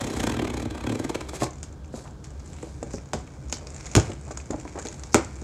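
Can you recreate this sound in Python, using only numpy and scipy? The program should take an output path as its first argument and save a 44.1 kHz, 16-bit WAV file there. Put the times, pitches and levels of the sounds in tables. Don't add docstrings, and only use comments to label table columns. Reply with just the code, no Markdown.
import sys
import numpy as np
from scipy import signal
from scipy.fft import rfft, irfft, next_fast_len
from scipy.io import wavfile

SR = 44100
rng = np.random.default_rng(int(sys.argv[2]) if len(sys.argv) > 2 else 0)


def generate_wav(signal):
    frames = np.transpose(np.atleast_2d(signal))
    scaled = np.clip(frames, -1, 1) * 32767
    pcm = np.round(scaled).astype(np.int16)
    wavfile.write(sys.argv[1], SR, pcm)


N = 239507
TIME = np.arange(N) / SR

# t/s, rate/(ribs/s)
BLADE_SPEED = [(0.0, 34.32), (0.273, 27.87), (0.293, 45.16), (0.415, 36.46), (0.507, 37.99), (0.525, 19.56),
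               (0.608, 43.57), (0.705, 11.63), (0.767, 38.92), (0.805, 30.59), (0.922, 38.96),
               (0.984, 20.33), (1.168, 18.18), (1.32, 7.38)]
# t/s, rasp/dB, treble/dB, kick/dB
BLADE_BITE = [(0, -28.5, -29.5, -26), (.14, -37.5, -40, -30.5), (.205, -24.5, -30, -22),
              (.27, -24.5, -27, -22.5), (.345, -31, -38.5, -30), (.41, -24.5, -37.5, -19.5),
              (.455, -29.5, -37.5, -28.5), (.61, -35, -38.5, -28.5), (.66, -38.5, -41.5, -23.5),
              (.8, -37, -46.5, -39), (.87, -30, -38.5, -23), (1.04, -35.5, -35, -24.5),
              (1.1, -29.5, -33, -25), (1.155, -26, -32.5, -26), (1.21, -32.5, -38.5, -33.5),
              (1.3, -35, -34.5, -39)]
def slips():
    ribs_per_s = follow(BLADE_SPEED) * (TIME < BLADE_SPEED[-1][0])
    ribs_crossed = np.floor(.5 + np.cumsum(ribs_per_s) / SR)
    at = np.flatnonzero(np.diff(ribs_crossed))
    stretch, kick_jitter = rng.standard_normal((2, len(at)))
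    rasp_db, treble_db, kick_db = (follow(BLADE_BITE, column)[at] for column in (1, 2, 3))
    length_s = 0.0077 * np.exp(0.16 * stretch - 0.0047 * (rasp_db - rasp_db.mean()))
    return np.c_[TIME[at], rasp_db, treble_db, length_s, kick_db + 0.3 * kick_jitter]


# t/s, box pitch/ratio, corner/Hz
LID_STIFFNESS = [(0, 0.9, 290), (.25, 0.89, 237), (.42, 1, 296), (.95, 0.99, 255), (1.05, 1.115, 645),
                 (1.3, 1.24, 780)]
# t/s, level/dB, length/s
EDGE_RIPS = [(1.358, -39, 0.029), (1.416, -37, 0.02), (1.435, -31.5, 0.0081)]
# t/s, level/dB, treble/dB
BLADE_DRAG = [(0, -40.5, -56), (.18, -40, -47.5), (.3, -43, -60), (.62, -47, -66.5), (1.0, -45.5, -58.5),
              (1.33, -50.5, -61), (1.55, -51, -66)]
# f/Hz, level/dB
RASP_SPECTRUM = [(150, -42), (350, 11), (700, 4.5), (1100, 0), (1400, -6), (2350, -4), (2750, -13.5),
                 (3300, -3.5), (4000, -5.5), (5000, -2), (7700, 4.5), (8600, -3), (12000, -12),
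                 (16000, -31)]
# f/Hz, width/Hz, level/dB
BLADE_MODES = [(1587, 19, 4.5), (2530, 130, -2), (3300, 220, -11), (4050, 190, 4), (5500, 83, -10),
               (6540, 140, -7), (7470, 77, -9)]
def slitting():
    mids, treble, box, paper = np.zeros((4, N))
    pitch, corner_hz = follow(LID_STIFFNESS), follow(LID_STIFFNESS, column=2)
    cuts = [(s, db, db + 1.5, length_s) for s, db, length_s in EDGE_RIPS]
    for s, db, treble_db, length_s, kick_db in slips():
        cuts.append((s, db, treble_db, length_s))
        at = round(s * SR)
        add(box, s + 0.00153, blow(kick_db, corner_hz[at], pitch[at], t60_scale=0.74, scatter=0.03))
    for s, db, treble_db, length_s in cuts:
        t = np.arange(-SR // 20, SR // 20) / SR
        swell = np.exp(-abs(t / length_s / np.where(t < 0, .8, .6)) ** 2.6)
        start_s = s + t[0]
        add(mids, start_s, amp(db) * swell)
        add(treble, start_s, amp(treble_db) * swell)
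        for hz in 650 * 5.63 ** rng.random(size=4):
            crackle = resonate(swell * rng.standard_normal(len(t)), hz, width_hz=hz / 9)
            add(paper, start_s, amp(db) * crackle / abs(crackle).max())
    dragging = np.clip((BLADE_DRAG[-1][0] - TIME) / .1, 0, 1)
    mids = amp(-4.5) * mids + dragging * amp(follow(BLADE_DRAG))
    treble = amp(-6) * treble + dragging * amp(follow(BLADE_DRAG, column=2))
    fibres = grains(per_s=6800, spread_db=3.5)
    rasp = two_band(fibres * mids, fibres * treble, RASP_SPECTRUM, split_hz=2950)
    steel = sum(amp(db) * resonate(rasp, hz, width_hz) for hz, width_hz, db in BLADE_MODES)
    drone = (resonate(box, hz=255, width_hz=45)
             + amp(-1) * resonate(box, hz=312, width_hz=25)
             + amp(1.5) * resonate(box, hz=114, width_hz=35))
    return rasp + steel + amp(-6) * paper + amp(-4) * box + amp(-6) * drone


# f/Hz, level/dB, t60/s
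BOX_MODES = [(70.3, -14, 0.23), (103.7, -4.5, 0.1), (128.7, -11.5, 0.16), (193, -1, 0.046),
             (247.6, 3.5, 0.063), (296.4, 3, 0.06), (368.6, 0, 0.051), (441, -3.5, 0.078),
             (510, -17.5, 0.12), (557, -2, 0.064), (648, 18.5, 0.0062), (798, -9, 0.11), (875, -39, 0.17),
             (1106, -12.5, 0.089), (1390, 1, 0.023), (1630, 12, 0.0051), (2320, -26, 0.067)]
def blow(db, corner_hz, pitch, t60_scale, scatter):
    t = np.arange(SR // 4) / SR
    hz, mode_db, t60_s = np.transpose(BOX_MODES)[:, :, None]
    detune, favour = rng.standard_normal((2, len(BOX_MODES), 1))
    weight = amp(mode_db + 2.9 * favour) / (1 + (hz / corner_hz) ** 2)
    tuned_hz = hz * pitch * (1 + scatter * detune)
    modes = weight * amp(-60 * t / (t60_s * t60_scale)) * np.sin(2 * np.pi * tuned_hz * t)
    modes *= 1 - np.exp(-t * hz / 0.76)
    polarity = np.where(hz < 350, -1, rng.choice([-1, 1], hz.shape))
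    ring = (modes * polarity).sum(0) * (1 - (t / t[-1]) ** 2)
    attack_rms = np.sqrt(np.mean(ring[:SR // 100] ** 2))
    return amp(db) * ring / attack_rms


# t/s, crack/dB, treble over mids/dB, decay/s, fraying/dB, ring/dB
TAPE_SNAPS = [(1.63, -48.5, 11.5, 0.0036, -42, -33), (2.242, -69, 12, 0.00094, -44.5, -47),
              (3.1331, -34, 1, 0.0044, -33, -32), (3.5255, -33.5, 11, 0.0029, -36, -40),
              (3.9519, -17, 10, 0.0014, -20.5, -17), (3.9632, -19.5, 2, 0.0033, -39, -25),
              (4.87, -41, 17, 0.00047, -58, -49), (5.1442, -8.5, -2.5, 0.00087, -25, 2),
              (5.154, -27.5, -7, 0.019, -56, -54)]
# f/Hz, level/dB, t60/s
TAPE_MODES = [(1410, -6.5, 0.012), (2400, -1.5, 0.0051), (7140, 13, 0.0026), (8120, 8.5, 0.0031)]
# f/Hz, level/dB
CRACK_SPECTRUM = [(200, -6.5), (700, 9.5), (1400, 6), (2000, 3), (2450, 1.5), (3100, -3.5), (4200, -3),
                  (5300, -1.5), (7000, 2.5), (8000, -2), (9200, -15), (11500, -19.5), (16000, -48)]
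def snapping():
    mids, treble, fray, ring = np.zeros((4, N))
    t = np.arange(SR // 4) / SR
    onset = 1 - np.exp(-(t / 0.00065) ** 2)
    for s, db, bright_db, decay_s, fray_db, ring_db in TAPE_SNAPS:
        crack = np.exp(-t / decay_s) * rng.choice([-1, 1], len(t))
        add(mids, s, amp(db + 1) * crack)
        add(treble, s, amp(db + 0.5 + bright_db) * crack)
        for hz, mode_db, t60_s in TAPE_MODES:
            start_db = ring_db + mode_db + bright_db * (hz > 3500)
            add(ring, s, amp(start_db - 60 * t / t60_s) * onset * np.sin(2 * np.pi * hz * t))
        add(fray, s, amp(fray_db) * (np.exp(-t / 0.0086) + 0.12 * np.exp(-t / 0.063)))
    fray *= grains(per_s=3200, spread_db=3.5)
    return ring + two_band(mids + amp(-4) * fray, treble + amp(1.5) * fray, CRACK_SPECTRUM, split_hz=3280)


# t/s, level/dB, corner/Hz, box pitch/ratio
BOX_KNOCKS = [(1.334, -35, 790, 1.22), (1.4204, -22.5, 650, 1.27), (1.4382, -34, 700, 1.46),
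              (1.940, -33, 1060, 0.9), (2.63, -36, 516, 1.34), (2.828, -31, 563, 1.03),
              (2.939, -30.5, 400, 0.97), (3.134, -29, 790, 1.4), (3.143, -29.5, 497, 0.89),
              (3.526, -35.5, 600, 1.05), (3.953, -21, 600, 0.76), (3.967, -13, 140, 1.04),
              (3.978, -18.5, 900, 1.13), (4.095, -33, 408, 0.89), (4.308, -36.5, 790, 1.05),
              (4.504, -28.5, 402, 0.983), (4.542, -30.5, 462, 0.99), (4.652, -37.5, 1050, 1.19),
              (4.756, -35.5, 700, 1.17), (4.854, -34.5, 710, 1.11), (5.1451, -15.5, 714, 1.14),
              (5.1538, -15.5, 600, 1.1), (5.418, -39.5, 300, 1.04)]
def knocking(rebound_s=.04):
    card = np.zeros(N)
    for s, db, corner_hz, pitch in BOX_KNOCKS:
        rebound_db = db - 12.5 - 20 * np.log10(1 + 8.2 * amp(db))
        for hit_s, hit_db in [(s, db), (s + rebound_s, rebound_db)]:
            t60_scale = 1.01 / (1 + 1.9 * amp(hit_db))
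            add(card, hit_s, blow(hit_db, corner_hz, pitch, t60_scale, scatter=0.019))
    enclosed_air = resonate(card, hz=59, width_hz=6.2)
    return amp(2.5) * card + amp(-2.5) * enclosed_air


# t/s, level/dB, f/Hz
SHARP_TICKS = [(2.4014, -39, 4900), (2.5313, -33, 7900), (2.6266, -30, 8000), (2.828, -28.5, 7700),
               (2.9342, -29, 6900), (3.4973, -28.5, 6240), (3.6695, -27, 4930), (3.8077, -29, 5400),
               (3.914, -26, 6400), (3.9972, -15.5, 6600), (4.0685, -30, 2200), (4.1173, -26.5, 2980),
               (4.311, -27.5, 6640), (4.3727, -18.5, 7140), (4.5067, -22.5, 7000), (4.796, -25.5, 7250),
               (4.851, -24, 6900), (4.885, -21, 6500), (5.035, -24.5, 5560), (5.2461, -26.5, 7100)]
def ticking():
    out, t = np.zeros(N), np.arange(SR // 20) / SR
    envelope = (np.exp(-t / 0.0027) + 0.31 * np.exp(-t / 0.0048)) * (1 - np.exp(-t / 0.00033))
    for s, db, hz in SHARP_TICKS + crackles():
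        burst = envelope * rng.standard_normal(len(t))
        tick = colour(resonate(burst, hz, width_hz=hz / 6) + 0.29 * burst, CRACK_SPECTRUM)
        add(out, s, amp(db - 2) * tick / abs(tick).max())
    return out


# t/s, level/dB
TAPE_STRAIN = [(1.45, -50.5), (1.8, -63), (2.2, -61), (2.3, -57.5), (2.8, -54.5), (2.95, -49.5),
               (3.07, -56.5), (3.48, -54), (3.82, -46.5), (3.95, -42.5), (4.09, -45), (4.17, -56),
               (4.29, -50.5), (4.4, -53.5), (4.7, -48.5), (4.87, -48.5), (5.09, -52), (5.17, -52.5),
               (5.43, -49)]
# f/Hz, level/dB
CRINKLE_SPECTRUM = [(800, 1), (1700, -6), (2350, 1), (3100, -14.5), (4200, -8.5), (5600, -3.5),
                    (7000, -0.5), (8100, -6), (9200, -13), (12000, -36), (16000, -50)]
# f/Hz, level/dB
MURMUR_SPECTRUM = [(120, 3), (300, 8), (500, 11.5), (800, 1), (1500, 0), (2400, -11), (3500, -28),
                   (8000, -83)]
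def rubbing():
    tape = colour(grains(per_s=1300, spread_db=3.5), CRINKLE_SPECTRUM)
    lid = colour(grains(per_s=1800, spread_db=-1.5), MURMUR_SPECTRUM)
    fade_in = np.clip((TIME - 1.4) / 0.19, 0, 1)
    strain_db = follow(TAPE_STRAIN)
    return fade_in * (amp(strain_db - 4) * tape + amp(0.59 * strain_db - 28.5) * lid)


def crackles(per_s=20, low_share=.18, low_hz=2300, high_hz=7340):
    wait, kind = rng.random((200, 2)).T
    size, detune = rng.standard_normal((200, 2)).T
    s = TAPE_STRAIN[0][0] + np.cumsum(-np.log(1 - wait)) / per_s
    db = np.interp(s, *np.transpose(TAPE_STRAIN)) + 17.5 + 2.5 * size
    hz = np.where(kind < low_share, low_hz, high_hz) * np.exp(0.068 * detune)
    return np.c_[s, db, hz][s < N / SR].tolist()


# t/s, level/dB, rise/s, fall/s
HAND_STROKES = [(1.44, -30, 0.022, 0.015), (1.961, -44.5, 0.022, 0.073), (2.5, -56, 0.063, 0.02),
                (2.63, -52.5, 0.076, 0.16), (4.96, -56.5, 0.049, 0.19), (5.42, -61, 0.3, .04)]
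# f/Hz, level/dB
PALM_SPECTRUM = [(800, 7), (2050, -7.5), (2550, -5.5), (3100, -9.5), (4000, -1), (5500, -2.5), (7600, 1.5),
                 (9000, -7.5), (11500, -16), (16000, -44)]
def stroking():
    envelope = np.zeros(N)
    for s, db, rise_s, fall_s in HAND_STROKES:
        slope_s = np.where(TIME < s, rise_s, fall_s)
        envelope += amp(db) * np.exp(-abs((TIME - s) / slope_s) ** 1.1)
    return envelope * colour(grains(per_s=9000, spread_db=5), PALM_SPECTRUM)


# t/s, level/dB, length/s, f/Hz
FINGER_JUDDERS = [(2.068, -42, 0.045, 875), (2.608, -55, 0.14, 2630), (2.951, -42, 0.063, 6100),
                  (3.55, -36.5, 0.038, 5240), (3.65, -44.5, 0.22, 474), (4.106, -35, 0.05, 390),
                  (4.284, -38.5, 0.023, 603), (4.533, -31, 0.048, 570), (4.779, -29, 0.047, 550),
                  (4.793, -37.5, 0.057, 1300), (5.134, -35, 0.025, 5860)]
def juddering(slips_per_s=1000):
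    out, t = np.zeros(N), np.arange(-SR // 10, SR // 10) / SR
    for s, db, length_s, hz in FINGER_JUDDERS:
        jerks = rng.standard_normal(len(t)) * (rng.random(len(t)) < slips_per_s / SR)
        edge_ratio = 1.16 + 250 / (hz + 250)
        band = signal.butter(2, [hz / edge_ratio, hz * edge_ratio], "bandpass", fs=SR, output="sos")
        patch = unit(signal.sosfilt(band, jerks))
        add(out, s + t[0], amp(db - 5.5) * patch * np.exp(-(2.1 * t / length_s) ** 2))
    return out


# f/Hz, t60/s
ROOM_DECAY = [(100, 0.32), (400, 0.27), (1500, 0.37), (6000, 0.22), (14000, 0.08)]
def room(x, wet_db, delay_s, echoes_per_s=3000):
    echoes = rng.choice([-1., 1.], SR // 2) * (rng.random(SR // 2) < echoes_per_s / SR)
    hz, t, bands = signal.stft(echoes, SR, nperseg=256)
    decay = amp(-60 * t / at_hz(ROOM_DECAY, hz)[:, None])
    _, tail = signal.istft(bands * decay, SR, nperseg=256)
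    out = x.copy()
    add(out, delay_s, amp(wet_db) * signal.oaconvolve(x, tail / np.linalg.norm(tail))[:N])
    return out


# f/Hz, width/Hz, level/dB
HUM_BANDS = [(68.4, 17.5, -2), (136, 24, -7.5), (302.6, 20, -17.5)]
# f/Hz, level/dB
AIR_SPECTRUM = [(15, -62), (25, -18), (44, -5), (70, -1.5), (96, -7), (145, -14.5), (175, -9.5),
                (292, -16.5), (334, -16.5), (1430, -33.5), (1560, -29.5), (2150, -54), (3140, -41.5),
                (5530, -46.5), (15800, -64)]
def background():
    hum = sum(amp(db) * noise(lambda hz: 1 / (1 + (2 * (hz - centre_hz) / width_hz) ** 2))
              for centre_hz, width_hz, db in HUM_BANDS)
    air = noise(lambda hz: amp(at_hz(AIR_SPECTRUM, hz)))
    return amp(-40.5) * hum + amp(-43.5) * air


def grains(per_s, spread_db):
    sizes = amp(spread_db * np.minimum(rng.exponential(1, N), 4)) * rng.choice([-1, 1], N)
    return unit(sizes * (rng.random(N) < per_s / SR))


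def noise(gain):
    size = next_fast_len(N)
    spectrum = rfft(rng.standard_normal(size)) * gain(np.fft.rfftfreq(size, 1 / SR))
    return unit(irfft(spectrum, size)[:N])


def resonate(x, hz, width_hz):
    return signal.lfilter(*signal.iirpeak(min(hz, SR / 3), hz / width_hz, SR), x)


def colour(x, spectrum, size=2048):
    log_gain = np.log(amp(at_hz(spectrum, abs(np.fft.fftfreq(size, 1 / SR)))))
    taps = np.fft.ifft(np.exp(np.conj(signal.hilbert(log_gain)))).real[:size // 2]
    return signal.oaconvolve(x, taps / np.linalg.norm(taps))[:len(x)]


def two_band(mids, treble, spectrum, split_hz):
    hz = np.geomspace(50, SR / 2, 160)
    low_share = 1 / (1 + (hz / split_hz) ** 8)
    return sum(colour(x, np.c_[hz, at_hz(spectrum, hz) + 10 * np.log10(share + 1e-7)])
               for x, share in [(mids, low_share), (treble, 1 - low_share)])


def amp(db):
    return 10 ** (np.asarray(db) / 20)


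def unit(x):
    return x / np.sqrt(np.mean(x ** 2) + 1e-20)


def at_hz(rows, hz):
    row_hz, value = np.transpose(rows)
    return np.interp(np.log(hz + 1), np.log(row_hz + 1), value)


def follow(rows, column=1):
    rows = np.asarray(rows)
    return np.interp(TIME, rows[:, 0], rows[:, column])


def add(mix, s, sound):
    start = round(s * SR)
    part = mix[max(start, 0):max(start + len(sound), 0)]
    part += sound[max(-start, 0):][:len(part)]


def scene():
    box = slitting() + snapping() + knocking() + ticking() + rubbing() + stroking() + juddering()
    return (room(box, wet_db=-12.5, delay_s=.006) + background())[None]


def record(dry, low_cut_hz=38, high_cut_hz=15850):
    thinned = signal.sosfilt(signal.butter(2, low_cut_hz, "highpass", fs=SR, output="sos"), dry)
    clipped = np.clip(thinned, -.9, .9)
    lowpass = signal.firwin(401, high_cut_hz, window=("kaiser", 9), fs=SR)
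    return signal.oaconvolve(clipped, lowpass[None], "same")


dry = scene()
out = record(dry)
generate_wav(out)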